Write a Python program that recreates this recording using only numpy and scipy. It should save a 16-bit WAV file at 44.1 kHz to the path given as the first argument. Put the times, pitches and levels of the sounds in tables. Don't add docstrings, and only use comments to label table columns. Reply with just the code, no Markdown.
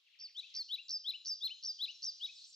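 import sys
import numpy as np
from scipy import signal
from scipy.io import wavfile
from scipy.ndimage import uniform_filter1d

SR = 44100
rng = np.random.default_rng(int(sys.argv[2]) if len(sys.argv) > 2 else 0)


def master_out(mix):
    frames = np.transpose(np.atleast_2d(mix))
    ceiling = np.clip(frames, -1, 1)
    pcm = np.round(ceiling * 32767).astype(np.int16)
    wavfile.write(sys.argv[1], SR, pcm)


N = 112454

# frequency in Hz, relative level in dB.
BREEZE_SPECTRUM = [(15, 4.5), (50, -7), (110, -12.5), (170, -17.5), (300, -39), (1000, -79)]
AIR_SPECTRUM = [(20, -61.5), (60, -57.5), (160, -66.5), (300, -46), (450, -37.5), (750, -43.5), (1300, -35),
                (2000, -33), (3000, -19), (4200, -20.5), (6500, -36), (9000, -44.5), (15000, -44.5)]
CHORUS_SPECTRUM = [(1000, -45.5), (1900, -30.5), (2800, -8), (4000, 9.5), (5500, -1.5), (6800, -4.5),
                   (8200, -24.5), (10000, -38.5)]
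# time in seconds, level in dB.
CHORUS_SWELL = [(0, -84), (0.328, -76.5), (0.411, -65.5), (.6, -64), (0.998, -73.5), (1.6, -64.5),
                (1.952, -62), (2.2, -61.5), (2.421, -58.5), (2.55, -66.5)]
# start and length in seconds,
# first and last centre frequency in Hz, spread to either side in Hz, level in dB.
BLURRED_CALLS = [(0, .35, 3210, 3007, 697, -71), (0.373, .035, 5020, 6470, 3270, -68.5),
                 (0.399, 0.19, 3670, 2940, 500, -62), (0.501, .14, 2476, 1887, 287, -71.5),
                 (2.282, 0.23, 6870, 7450, 877, -73), (2.457, 0.089, 7390, 7370, 792, -70.5)]
# start in seconds, level in dB.
FAR_CHIRPS = [(.061, -69.5), (0.129, -66), (0.199, -65), (0.271, -64)]
# time into the chirp in seconds, pitch in Hz.
CHIRP_PITCH = [(0, 4125), (.006, 2878), (0.016, 2646), (0.032, 1540)]
# start and length in seconds, first and last pitch in Hz, level in dB.
FAR_TWITTER = [(0.367, 0.0059, 4890, 6520, -55), (0.391, 0.0095, 5540, 8460, -67.5),
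               (0.406, 0.044, 4100, 3295, -54), (1.193, 0.039, 3850, 4037, -56),
               (1.87, 0.007, 3924, 5270, -53), (1.873, 0.026, 4340, 5520, -56),
               (1.901, 0.023, 5230, 6610, -58.5), (1.938, 0.032, 5590, 5390, -57),
               (1.939, 0.024, 4000, 3945, -59.5), (2.191, 0.0089, 3560, 5120, -61),
               (2.208, 0.02, 3830, 5120, -55.5), (2.239, 0.023, 4140, 5480, -58),
               (2.253, 0.029, 4600, 6430, -55.5), (2.348, 0.042, 5900, 3925, -55.5),
               (2.38, 0.018, 3515, 4950, -54), (2.39, 0.016, 3380, 4860, -54),
               (2.412, 0.016, 3640, 5080, -54.5), (2.434, 0.024, 4167, 6530, -52),
               (2.461, 0.023, 7200, 8400, -64.5), (2.492, 0.02, 6930, 7630, -59),
               (2.525, 0.011, 5030, 6240, -53.5), (2.536, .016, 4270, 5250, -53.5)]
# start and length in seconds, nominal pitch in Hz, level before fades in dB.
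FAR_WHISTLES = [(0.825, 0.16, 7380, -74.5), (1.139, 0.2, 7265, -77.5)]
# frequency in Hz, seconds to die away by 60 dB.
SCATTER_DECAY = [(2000, 0.46), (4000, 0.49), (6000, 0.65), (12000, 0.6)]
# pitch in Hz, left minus right in dB.
BALANCE_BY_PITCH = [(2400, 5), (3000, 4), (4000, 4), (4600, -0.5), (5500, 0), (7000, 0), (12000, 4.5)]
# start, length and warble length in seconds; pitch of the crests,
# early trough, late trough, slide start and slide target in Hz; warble level and slide level in dB.
WARBLED_NOTES = [(0.189, 0.088, .042, 5937, 4335, 4730, 5525, 4315, -45.5, -43),
                 (0.5403, 0.091, .040, 6260, 3890, 4400, 5357, 4165, -35, -36),
                 (0.883, .100, 0.04, 6416, 3670, 4510, 5830, 4807, -34, -34.5),
                 (1.2484, .099, 0.04, 6800, 3933, 4927, 5960, 4715, -34, -34),
                 (1.626, .100, 0.043, 6353, 3946, 4620, 6090, 4665, -35.5, -35.5),
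                 (2.0200, 0.091, 0.039, 6733, 4150, 4850, 6250, 4640, -34, -35.5)]
# crest time and lengths of rise, fall and hook in seconds;
# pitch of start, crest and hook in Hz; crest level and hook level in dB.
ARCHED_NOTES = [(0.396, 0.052, 0.018, 0.049, 3004, 3978, 2660, -39, -53.5),
                (.744, 0.061, 0.022, 0.047, 2914, 4010, 2793, -34, -46),
                (1.097, .060, 0.024, 0.048, 3058, 4086, 3005, -33, -42.5),
                (1.457, 0.055, 0.029, 0.051, 3304, 4207, 3102, -32.5, -42),
                (1.839, .057, .027, .049, 3040, 4076, 2950, -33, -43),
                (2.251, 0.056, 0.02, .043, 2911, 3896, 2593, -36, -52)]


def amp(db):
    return 10 ** (np.asarray(db) / 20)


def unit(x):
    return x / np.sqrt(np.mean(x ** 2) + 1e-20)


def value_at(points, hz):
    freqs, values = np.transpose(points)
    return np.interp(np.log(hz + 1), np.log(freqs + 1), values)


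def add(mix, start_s, sound):
    part = mix[:, max(round(start_s * SR), 0):][:, :sound.shape[1]]
    part += sound[:, :part.shape[1]]


def butter(x, order, hz, kind="low"):
    return signal.sosfilt(signal.butter(order, hz, kind, fs=SR, output="sos"), x)


def wander(n, top_hz):
    rates, phases = rng.uniform(.1, 1, (16, 1)) * top_hz, rng.random((16, 1))
    return unit(np.sin(2 * np.pi * (rates * np.arange(n) / SR + phases)).sum(0))


def stereo(a, b, alike):
    return np.array([a, alike * a + np.sqrt(1 - alike ** 2) * b])


def fade(t, length, attack_s, release_s):
    attack, release = np.sin(np.pi / 2 * np.clip([t / attack_s, (length - t) / release_s], 0, 1))
    return attack * release


def hiss(spectrum, alike, patch_db):
    frames, hz = N // 256 + 5, np.fft.rfftfreq(1024, 1 / SR)
    a, b, c, d, patches = rng.standard_normal((frames, 513, 5)).T
    patches = unit(uniform_filter1d(uniform_filter1d(patches, size=10, axis=0), size=7, axis=1))
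    db = value_at(spectrum, hz)[:, None] + patch_db * patches
    bins = stereo(a + 1j * b, c + 1j * d, alike) * amp(db)
    return unit(signal.istft(bins, nperseg=1024, noverlap=768)[1][:, :N])


def noise_band(hz, spread_hz):
    a, b = butter(rng.standard_normal((2, len(hz))), 3, spread_hz)
    phase = 2 * np.pi * np.cumsum(hz) / SR
    return unit(a * np.cos(phase) + b * np.sin(phase))


def breeze():
    rise_db = 4 * np.arange(N) / SR
    gust_db = 1.5 * wander(N, top_hz=9)
    return amp(-117 + rise_db + gust_db) * hiss(BREEZE_SPECTRUM, alike=.65, patch_db=2)


def air():
    return amp(-76) * hiss(AIR_SPECTRUM, alike=.17, patch_db=1.95)


def far_chorus():
    db = np.interp(np.arange(N) / SR, *np.transpose(CHORUS_SWELL))
    return butter(amp(db) * hiss(CHORUS_SPECTRUM, alike=.4, patch_db=3), 2, 1200, "high")


def blurred_calls():
    out = np.zeros((2, N))
    for start, length, from_hz, to_hz, spread_hz, db in BLURRED_CALLS:
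        progress = np.arange(0, length, 1 / SR) / length
        hz = from_hz + (to_hz - from_hz) * progress
        band = stereo(noise_band(hz, spread_hz), noise_band(hz, spread_hz), alike=.2)
        add(out, start, amp(db) * np.sin(np.pi * progress) * band * amp([[2.5], [-2.5]]))
    return butter(out, 4, 1400, "high")


def scatter(song):
    echoes_per_s, onset_s, early_db, early_s = 2500, .0061, 3, .025
    taps = rng.standard_normal((2, SR)) * (rng.random((2, SR)) < echoes_per_s / SR)
    hz, t, bins = signal.stft(stereo(*taps, alike=.94), SR, nperseg=256)
    decay_db = -60 * t / value_at(SCATTER_DECAY, hz)[:, None] + early_db * np.exp(-t / early_s)
    tail = signal.istft(bins * amp(decay_db), SR, nperseg=256)[1]
    tail *= np.clip(np.arange(tail.shape[1]) / SR / onset_s - .5, 0, 1)
    song_band_gain = np.linalg.norm(butter(tail[0], 2, [3000, 6000], "band")) * np.sqrt(SR / 6000)
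    return signal.fftconvolve(butter(song, 4, 8200), tail / song_band_gain, axes=1)[:, :N]


def syrinx(hz, gain):
    right_lag_s, loud_db, third_low_hz, third_high_hz = 2.5e-5, -33.5, 9600, 14600
    hz = hz * (1 + .009 * wander(len(hz), top_hz=200))
    gain = gain * amp(.5 * wander(len(hz), top_hz=200))
    phase = 2 * np.pi * (np.cumsum(hz) / SR - np.array([[0], [right_lag_s]]) * hz)
    effort, third_hz = gain / amp(loud_db), 3 * hz
    rolloff = np.sqrt(1 + (third_hz / third_high_hz) ** 12 + (third_low_hz / third_hz) ** 20)
    third_gain = amp(-25.5) * effort ** 1.5 / rolloff * (third_hz < SR / 2)
    fuzz = np.array([.4 * noise_band(third_hz, 300) + .17 * noise_band(third_hz, 1200) for side in "LR"])
    tone = np.sin(phase) + third_gain * (np.sin(3 * phase) + fuzz)
    balance = amp(np.array([[.5], [-.5]]) * value_at(BALANCE_BY_PITCH, hz))
    return gain * tone * balance


def far_birds():
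    out = np.zeros((2, N))
    times, pitches = np.transpose(CHIRP_PITCH)
    for start, db in FAR_CHIRPS:
        t = np.arange(0, times[-1], 1 / SR)
        gain = amp(db) * fade(t, times[-1], attack_s=.007, release_s=.02)
        add(out, start, syrinx(np.interp(t, times, pitches), gain))
    for start, length, from_hz, to_hz, db in FAR_TWITTER:
        progress = np.arange(0, length, 1 / SR) / length
        hz = from_hz + (to_hz - from_hz) * progress
        add(out, start, syrinx(hz, amp(db) * np.sin(np.pi * progress)))
    for start, length, nominal_hz, db in FAR_WHISTLES:
        t = np.arange(0, length, 1 / SR)
        hz = nominal_hz + 100 - 550 * np.exp(-t / .008) - 3300 * t
        add(out, start, syrinx(hz, amp(db) * fade(t, length, attack_s=.01, release_s=.21)))
    return out


def high_note(length, warble_s, crest_hz, early_hz, late_hz, from_hz, to_hz, warble_db, slide_db):
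    warbles_per_s, throat_hz, throat_width_hz = 73, 5183, 1430
    settle_s, flick_s, catch_s = .016, .007, .003
    t = np.arange(0, length, 1 / SR)
    cycles, warbling = warbles_per_s * t, t < warble_s
    crest = (1 - abs(np.sin(np.pi * cycles))) ** (1 / 1.15)
    trough_hz = early_hz + (late_hz - early_hz) * (cycles / 2.1) ** 2
    settling = np.exp(-np.maximum(t - warble_s, 0) / settle_s)
    flick_hz = 1100 * np.clip(1 - (length - t) / flick_s, 0, 1) ** 2
    slide_hz = to_hz + (from_hz - to_hz) * settling - flick_hz
    hz = np.where(warbling, trough_hz + (crest_hz - trough_hz) * crest, slide_hz)
    throat_db = -10 * np.log10(1 + (2 * (hz - throat_hz) / throat_width_hz) ** 4)
    swing_db = -2 * np.sin(2 * np.pi * cycles)
    swell_db = -10 * (1 - np.clip(t / warble_s, 0, 1)) ** 2
    db = np.where(warbling, warble_db + swell_db + swing_db + throat_db, slide_db - 2.5 * settling)
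    db -= 6 * np.exp(-((t - warble_s) / catch_s) ** 2)
    gain = amp(uniform_filter1d(db, size=40)) * fade(t, length, attack_s=.0019, release_s=.023)
    return syrinx(uniform_filter1d(hz, size=50), gain)


def low_note(rise_s, fall_s, hook_s, start_hz, crest_hz, hook_hz, crest_db, hook_db):
    dip_hz, dip_db, dip_s = 2139, -9, .008
    length = rise_s + fall_s + hook_s
    t = np.arange(0, length, 1 / SR)
    up, down, hook = np.clip([t / rise_s, (t - rise_s) / fall_s, (t - rise_s - fall_s) / hook_s], 0, 1)
    climb = .44 * up + .56 * np.sin(np.pi / 2 * up ** 1.4) ** 2
    lift = 1 - (1 - np.sin(np.pi / 2 * hook) ** 2) ** 2.3
    arch_hz = start_hz + (crest_hz - start_hz) * climb + (dip_hz - crest_hz) * down ** 2.4
    wobble_hz = 44.8 * (1 - up + hook) * wander(len(t), top_hz=130)
    hz = arch_hz + (hook_hz - dip_hz) * lift + wobble_hz
    arch_db = crest_db - 24.5 * (1 - up) ** 2.13 - 26.5 * down ** 3.6
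    db = np.where(hook > 0, hook_db - 25.5 * abs(2 * hook ** 1.606 - 1) ** 3, arch_db)
    db += dip_db * np.exp(-((t - rise_s - fall_s) / dip_s) ** 2)
    gain = amp(uniform_filter1d(db, size=120)) * fade(t, length, attack_s=.011, release_s=.011)
    return syrinx(uniform_filter1d(hz, size=120), gain)


def near_bird():
    out = np.zeros((2, N))
    for start, *shape in WARBLED_NOTES:
        add(out, start, high_note(*shape))
    for crest_s, rise_s, *shape in ARCHED_NOTES:
        add(out, crest_s - rise_s, low_note(rise_s, *shape))
    return out


def scene():
    near, far = near_bird(), far_birds()
    background = far_chorus() + air()
    reflections = amp(-11) * scatter(near) + amp(-2) * scatter(far)
    return background + blurred_calls() + breeze() + reflections + far + near


def record(dry):
    lowpass = signal.firwin(511, cutoff=15750, window=("kaiser", 9), fs=SR)
    return signal.oaconvolve(dry, lowpass[None], "same", axes=1)


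dry = scene()
out = record(dry)
master_out(out)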